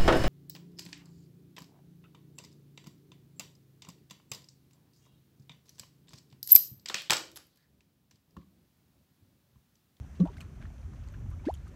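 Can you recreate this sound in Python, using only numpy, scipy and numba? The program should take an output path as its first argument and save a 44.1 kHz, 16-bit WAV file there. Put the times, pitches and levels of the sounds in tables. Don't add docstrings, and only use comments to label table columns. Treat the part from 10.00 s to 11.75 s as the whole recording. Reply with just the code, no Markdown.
import sys
import numpy as np
from scipy import signal
from scipy.io import wavfile
from scipy.ndimage import uniform_filter1d
from numba import njit

SR = 44100
rng = np.random.default_rng(int(sys.argv[2]) if len(sys.argv) > 2 else 0)


def put_to_file(sound):
    columns = np.atleast_2d(sound).T
    safe = np.clip(columns, -1, 1)
    whole_steps = np.round(safe * 32767)
    wavfile.write(sys.argv[1], SR, whole_steps.astype(np.int16))


def nominal_scale(level):
    x = np.asarray(level, float) / 20
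    return 10 ** x


N = 77175


@njit
def svf(x, hz, width):
    y, band, low = np.empty(len(x)), 0., 0.
    g, k = np.tan(np.pi * hz / SR), width / hz
    for i in range(len(x)):
        v = (band + g * (x[i] - low)) / (1 + g * (g + k))
        band, low, y[i] = 2 * v - band, low + 2 * g * v, k * v
    return y


def unit(x):
    return x / np.sqrt(np.mean(x ** 2))


def smooth(x, size):
    return uniform_filter1d(uniform_filter1d(x, size), size)


def walk(rate, size=N):
    hold = int(SR / rate)
    steps = np.repeat(rng.standard_normal(size // hold + 1), hold)
    return 0.97 * smooth(steps, hold)[:size]


def add(out, s, x):
    i = int(s * SR)
    out[i:i + len(x)] += x[:N - i]


def bands(table, lo_hz, count, flicker_db, rate, tilt_db=0, order=2):
    f, db = np.array(table, float).T
    warm = 8192
    out = 0
    for hz in lo_hz * 2 ** (np.arange(count) / order):
        white = rng.standard_normal(N + warm)
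        noise = svf(svf(white, hz, hz / order), hz, hz / order)[warm:]
        colour_db = np.interp(np.log(hz), np.log(f), db) + tilt_db * np.log2(hz / 70)
        out = out + noise * nominal_scale(colour_db + flicker_db * walk(rate))
    return unit(out)


def wind():
    # (time [s], level [dB], tilt [dB per octave])
    gusts = [(0.0, -37.5, -2), (0.1, -47, 1), (0.242, -44, 4), (0.262, -40.5, -3.5), (0.3, -43, 0.5),
             (0.53, -45, 1.5), (0.64, -40, -1), (0.7, -42, -3.5), (0.85, -45.5, 1), (0.9, -40.5, 1.5),
             (0.95, -44, 0.5), (0.98, -40, -3.5), (1.12, -42, -0.5), (1.19, -38, -2), (1.412, -39, -2),
             (1.44, -46, 2), (1.54, -38, -2.5), (1.75, -47.5, 2)]
    # (frequency [Hz], level [dB])
    wind_colour = [(18, -36), (30, -7.5), (50, 0), (80, -3), (151, -16), (220, -19.5), (280, -29),
                   (400, -29.5), (520, -60), (880, -120)]
    s, db, tilt = np.array(gusts).T
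    t = np.arange(N) / SR
    tilt_db = np.interp(t, s, tilt)
    rumble = bands(wind_colour, 36.72, count=11, flicker_db=3.5, rate=14.02, tilt_db=tilt_db, order=3)
    hold = int(0.07 * SR)
    return nominal_scale(np.interp(t, s, db)) * rumble / np.sqrt(smooth(rumble ** 2, hold))


def air():
    # (frequency [Hz], level [dB])
    air_colour = [(700, -9), (1350, -3.5), (2600, -11.5), (4900, -20.5), (6200, -11.5), (7200, -17.5),
                  (10300, -23.5), (15500, -22)]
    return nominal_scale(-67) * bands(air_colour, 378.4, count=22, flicker_db=1.0, rate=10.5, order=4)


def ping(hz, t60, tick):
    t = np.arange(int(t60 * SR)) / SR
    tone = np.sin(2 * np.pi * hz * (t + 2 * t ** 2))
    ring = tone * 1000. ** (-t / t60) * (1 - np.exp(-t * hz))
    return ring + tick * np.exp(-t / 0.000081) * np.cos(2 * np.pi * 5000 * t)


def fizz():
    out, per_s = np.zeros(N), 500
    for place, pitch, energy in rng.random((int(per_s * N / SR), 3)):
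        hz = 500 * 2 ** (3.165 * pitch)
        level_db = -2.6 * np.log(energy + .02) - 4 * np.log2(hz / 500)
        add(out, place * N / SR, nominal_scale(level_db) * ping(hz, 30 / hz, 0))
    return nominal_scale(-68) * unit(out * nominal_scale(2 * walk(14.2)))


def wet_bursts(table, attack_s):
    out = np.zeros(N)
    t = np.arange(8820) / SR
    for s, t60, db, hz in table:
        env = 1000. ** (-t / t60) * np.clip(t / attack_s, 0, 1)
        rough = nominal_scale(2.5 * walk(700, size=len(t)))
        grains = rng.standard_normal(len(t)) * rough * env
        width = 1.27 * hz
        noise = svf(svf(grains, 1. * hz, width), 1. * hz, width)
        add(out, s, nominal_scale(db) * unit(noise) * np.sqrt(np.mean(env ** 2)))
    return out


def splats():
    # (time [s], t60 [s], level [dB], centre [Hz])
    tears = [(0.197, 0.097, -54, 2830), (0.253, 0.039, -54, 1800), (0.269, 0.056, -57.5, 2500),
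             (0.25, .04, -63.5, 9000), (.2, 0.046, -66.5, 10000), (.37, 0.1, -67.5, 8300),
             (0.366, 0.051, -57.5, 2980), (0.15, 0.16, -63.5, 2300), (.296, 0.037, -62, 3300),
             (.315, .05, -60.5, 2600), (.33, .05, -62, 2000), (0.34, 0.04, -58.5, 2400),
             (.406, 0.082, -56, 5700), (.407, .07, -64, 11500), (1.3, .05, -64, 10000),
             (.4, 0.2, -55, 1200), (0.38, 0.06, -65.5, 5300), (.613, 0.2, -58, 1650),
             (0.55, 0.07, -66, 2400), (.65, .05, -58, 1500), (.198, 0.13, -50.5, 450),
             (.252, 0.13, -51.5, 620), (.42, .06, -54.5, 1100), (.33, 0.044, -54, 1000),
             (.93, .08, -66, 700), (1.137, 0.078, -56.5, 1370), (1.452, 0.14, -51, 2450),
             (1.485, 0.12, -62, 4400), (1.546, 0.061, -61.5, 6400), (1.677, 0.043, -61.5, 4000),
             (1.665, 0.051, -57, 1130), (1.31, 0.15, -59.5, 1060), (.955, 0.08, -64.5, 2500),
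             (1.2, 0.043, -65, 1300), (1.033, 0.054, -63, 3800)]
    return wet_bursts(tears, attack_s=0.0043)


def glides(table, rise_share):
    out, wobble, flutter = np.zeros(N), walk(300), walk(600)
    for s, length, hz0, hz1, db in table:
        u = np.arange(int(length * SR)) / (length * SR)
        span = slice(int(s * SR), int(s * SR) + len(u))
        small = np.clip(hz0 / 900, 0, 1)
        hz = (hz0 + (hz1 - hz0) * u) * (1 + .025 * small * wobble[span])
        rise = np.clip(u / rise_share, 0, 1)
        fall = np.clip((u - rise_share) / (1 - rise_share), 0, 1)
        env = np.sin(np.pi / 2 * rise) ** 2 * np.cos(np.pi / 2 * fall)
        env = env * unit(nominal_scale(5 * small * flutter[span]))
        add(out, s, np.sqrt(2) * nominal_scale(db) * env * np.sin(2 * np.pi * np.cumsum(hz) / SR))
    return out


def chirps():
    # (start [s], length [s], first pitch [Hz], last pitch [Hz], level [dB])
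    openings = [(.1965, 0.02, 240, 620, -35), (.212, 0.042, 528, 555, -49.5), (0.2, 0.043, 1128, 1170, -55),
                (0.255, 0.014, 642, 630, -39.5), (0.25, 0.049, 912, 1004, -51.5),
                (0.279, 0.026, 960, 956, -49), (0.299, 0.025, 429, 341, -50.5),
                (0.611, 0.042, 1572, 1680, -62.5), (.623, 0.0092, 2260, 2350, -61),
                (0.633, 0.01, 2900, 3500, -66.5), (.652, 0.0063, 980, 1870, -53),
                (.654, .008, 1670, 1910, -54), (1.486, 0.006, 700, 795, -41), (1.515, 0.017, 655, 735, -66),
                (.6, 0.028, 229, 198, -52), (1.67, 0.014, 1195, 1400, -59.5)]
    return glides(openings, rise_share=0.083)


def bubble(table):
    s, hz, db = np.array(table, float).T
    t = np.arange(s[0], s[-1], 1 / SR)
    edge = np.clip(np.minimum(t - s[0], s[-1] - t) / 0.0015, 0, 1)
    tone = np.sin(2 * np.pi * np.cumsum(np.interp(t, s, hz)) / SR)
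    out = np.zeros(N)
    add(out, s[0], np.sqrt(2) * edge * nominal_scale(np.interp(t, s, db)) * tone)
    return out


def deep_bubble():
    # (time [s], pitch [Hz], level [dB])
    course = [
        (0.198, 163, -35),
        (0.206, 183, -20),
        (0.22, 179.6, -17),
        (0.274, 168, -46),
        (0.284, 180, -65.5),
    ]
    return bubble(course)


def drips():
    # (time [s], pitch [Hz], level [dB], t60 [s])
    drops = [(0.369, 1530, -48, 0.013), (0.373, 3970, -59, 0.0073), (0.382, 2100, -50, 0.013),
             (0.4066, 2900, -40, 0.0062), (0.4067, 7500, -58, 0.006), (0.4058, 11900, -56, .005),
             (0.4118, 2460, -46, 0.016), (0.4135, 4200, -53, 0.011), (0.412, 8400, -61, 0.022),
             (0.816, 4350, -65, 0.008), (1.077, 4380, -65, 0.005), (1.087, 6940, -55, 0.004),
             (1.087, 2030, -56, 0.009), (1.125, 13200, -62, 0.004), (.334, 3300, -64, .012),
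             (.204, 5800, -62, .02), (.272, 3000, -60, .02), (.667, 4150, -68, .015),
             (.703, 2150, -60, .012), (1.514, 9300, -57, 0.0023), (1.52, 7040, -67, .01),
             (1.5405, 3250, -47, 0.008), (1.5403, 11200, -44, 0.0023), (1.5472, 6860, -48.5, 0.0048),
             (1.552, 3050, -56, 0.014), (1.574, 3900, -61, 0.009), (1.681, 10100, -64, .004),
             (.2, 4000, -55, 0.018), (.83, 2380, -59, 0.01), (.252, 1400, -47, .01),
             (.703, 780, -49, 0.013), (0.935, 950, -55, 0.014), (.285, 1250, -52, 0.018),
             (1.04, 2660, -63.5, 0.018), (1.011, 3340, -66, 0.013)]
    out = np.zeros(N)
    for s, hz, db, t60 in drops:
        add(out, s, 2 * nominal_scale(db) * ping(hz, t60, nominal_scale(-18.5)))
    return out


def swells():
    # (start [s], length [s], first pitch [Hz], last pitch [Hz], level [dB])
    whistles = [
        (.216, 0.042, 179.5, 339, -30.5),
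        (.26, 0.031, 625, 985, -47),
        (1.135, 0.0188, 1242, 1800, -58.5),
        (1.312, 0.038, 1035, 1350, -62.5),
        (1.385, 0.025, 2126, 2460, -66),
        (1.43, 0.035, 599, 1164, -54.5),
        (1.462, 0.028, 1238, 2070, -51),
        (1.47, 0.041, 4150, 4500, -69),
    ]
    return glides(whistles, rise_share=.6)


def specks():
    # (time [s], t60 [s], level [dB], centre [Hz])
    landings = [(.2522, .012, -54, 1500), (.3684, .012, -57, 3000), (.4063, .012, -51, 6000),
                (.625, .015, -53, 1800), (.781, .01, -62, 2500), (.934, .02, -54, 900),
                (1.076, .01, -62, 6000), (1.0855, .01, -55, 4500), (1.1, .01, -64, 4500),
                (1.5396, .012, -55, 5000), (1.5145, .01, -61, 6000), (1.6783, .012, -60, 7000)]
    return wet_bursts(landings, attack_s=0.00058)


def low_thumps():
    # (start [s], length [s], first pitch [Hz], last pitch [Hz], level [dB])
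    thumps = [
        (.59, 0.031, 119, 139, -43),
        (.625, 0.042, 59.6, 66, -35),
        (0.831, .042, 58, 63.6, -34),
        (1.055, .03, 81, 75, -40),
        (1.135, 0.04, 150.3, 120.3, -44.5),
        (1.225, 0.033, 90.5, 120, -39.5),
        (1.235, 0.042, 203, 225, -52),
        (1.27, 0.032, 106, 92, -33.5),
        (1.32, .04, 74, 79, -41),
    ]
    return glides(thumps, rise_share=.6)


def bursting_bubble():
    # (time [s], pitch [Hz], level [dB])
    course = [
        (1.4646, 237, -43),
        (1.471, 270, -25),
        (1.481, 339, -29),
        (1.4865, 400, -27),
        (1.4892, 572, -30),
        (1.4934, 650, -35),
        (1.498, 715, -29),
        (1.504, 858, -37),
        (1.513, 1080, -50),
    ]
    return bubble(course)


def scene():
    around = wind() + air() + fizz()
    tones = chirps() + deep_bubble() + swells() + low_thumps() + bursting_bubble()
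    thrown_mud = splats() + drips() + specks()
    return (around + tones + thrown_mud)[None]


def roll_off(x):
    return signal.sosfilt(signal.butter(12, 15710, fs=SR, output="sos"), x)


def record(dry):
    low_cut = signal.butter(3, 46, "high", fs=SR, output="sos")
    top_cut = signal.ellip(8, .3, 60, 15650, fs=SR, output="sos")
    mix = signal.sosfilt(np.vstack([low_cut, top_cut]), dry)
    return roll_off(mix)


dry = scene()
out = record(dry)
put_to_file(out)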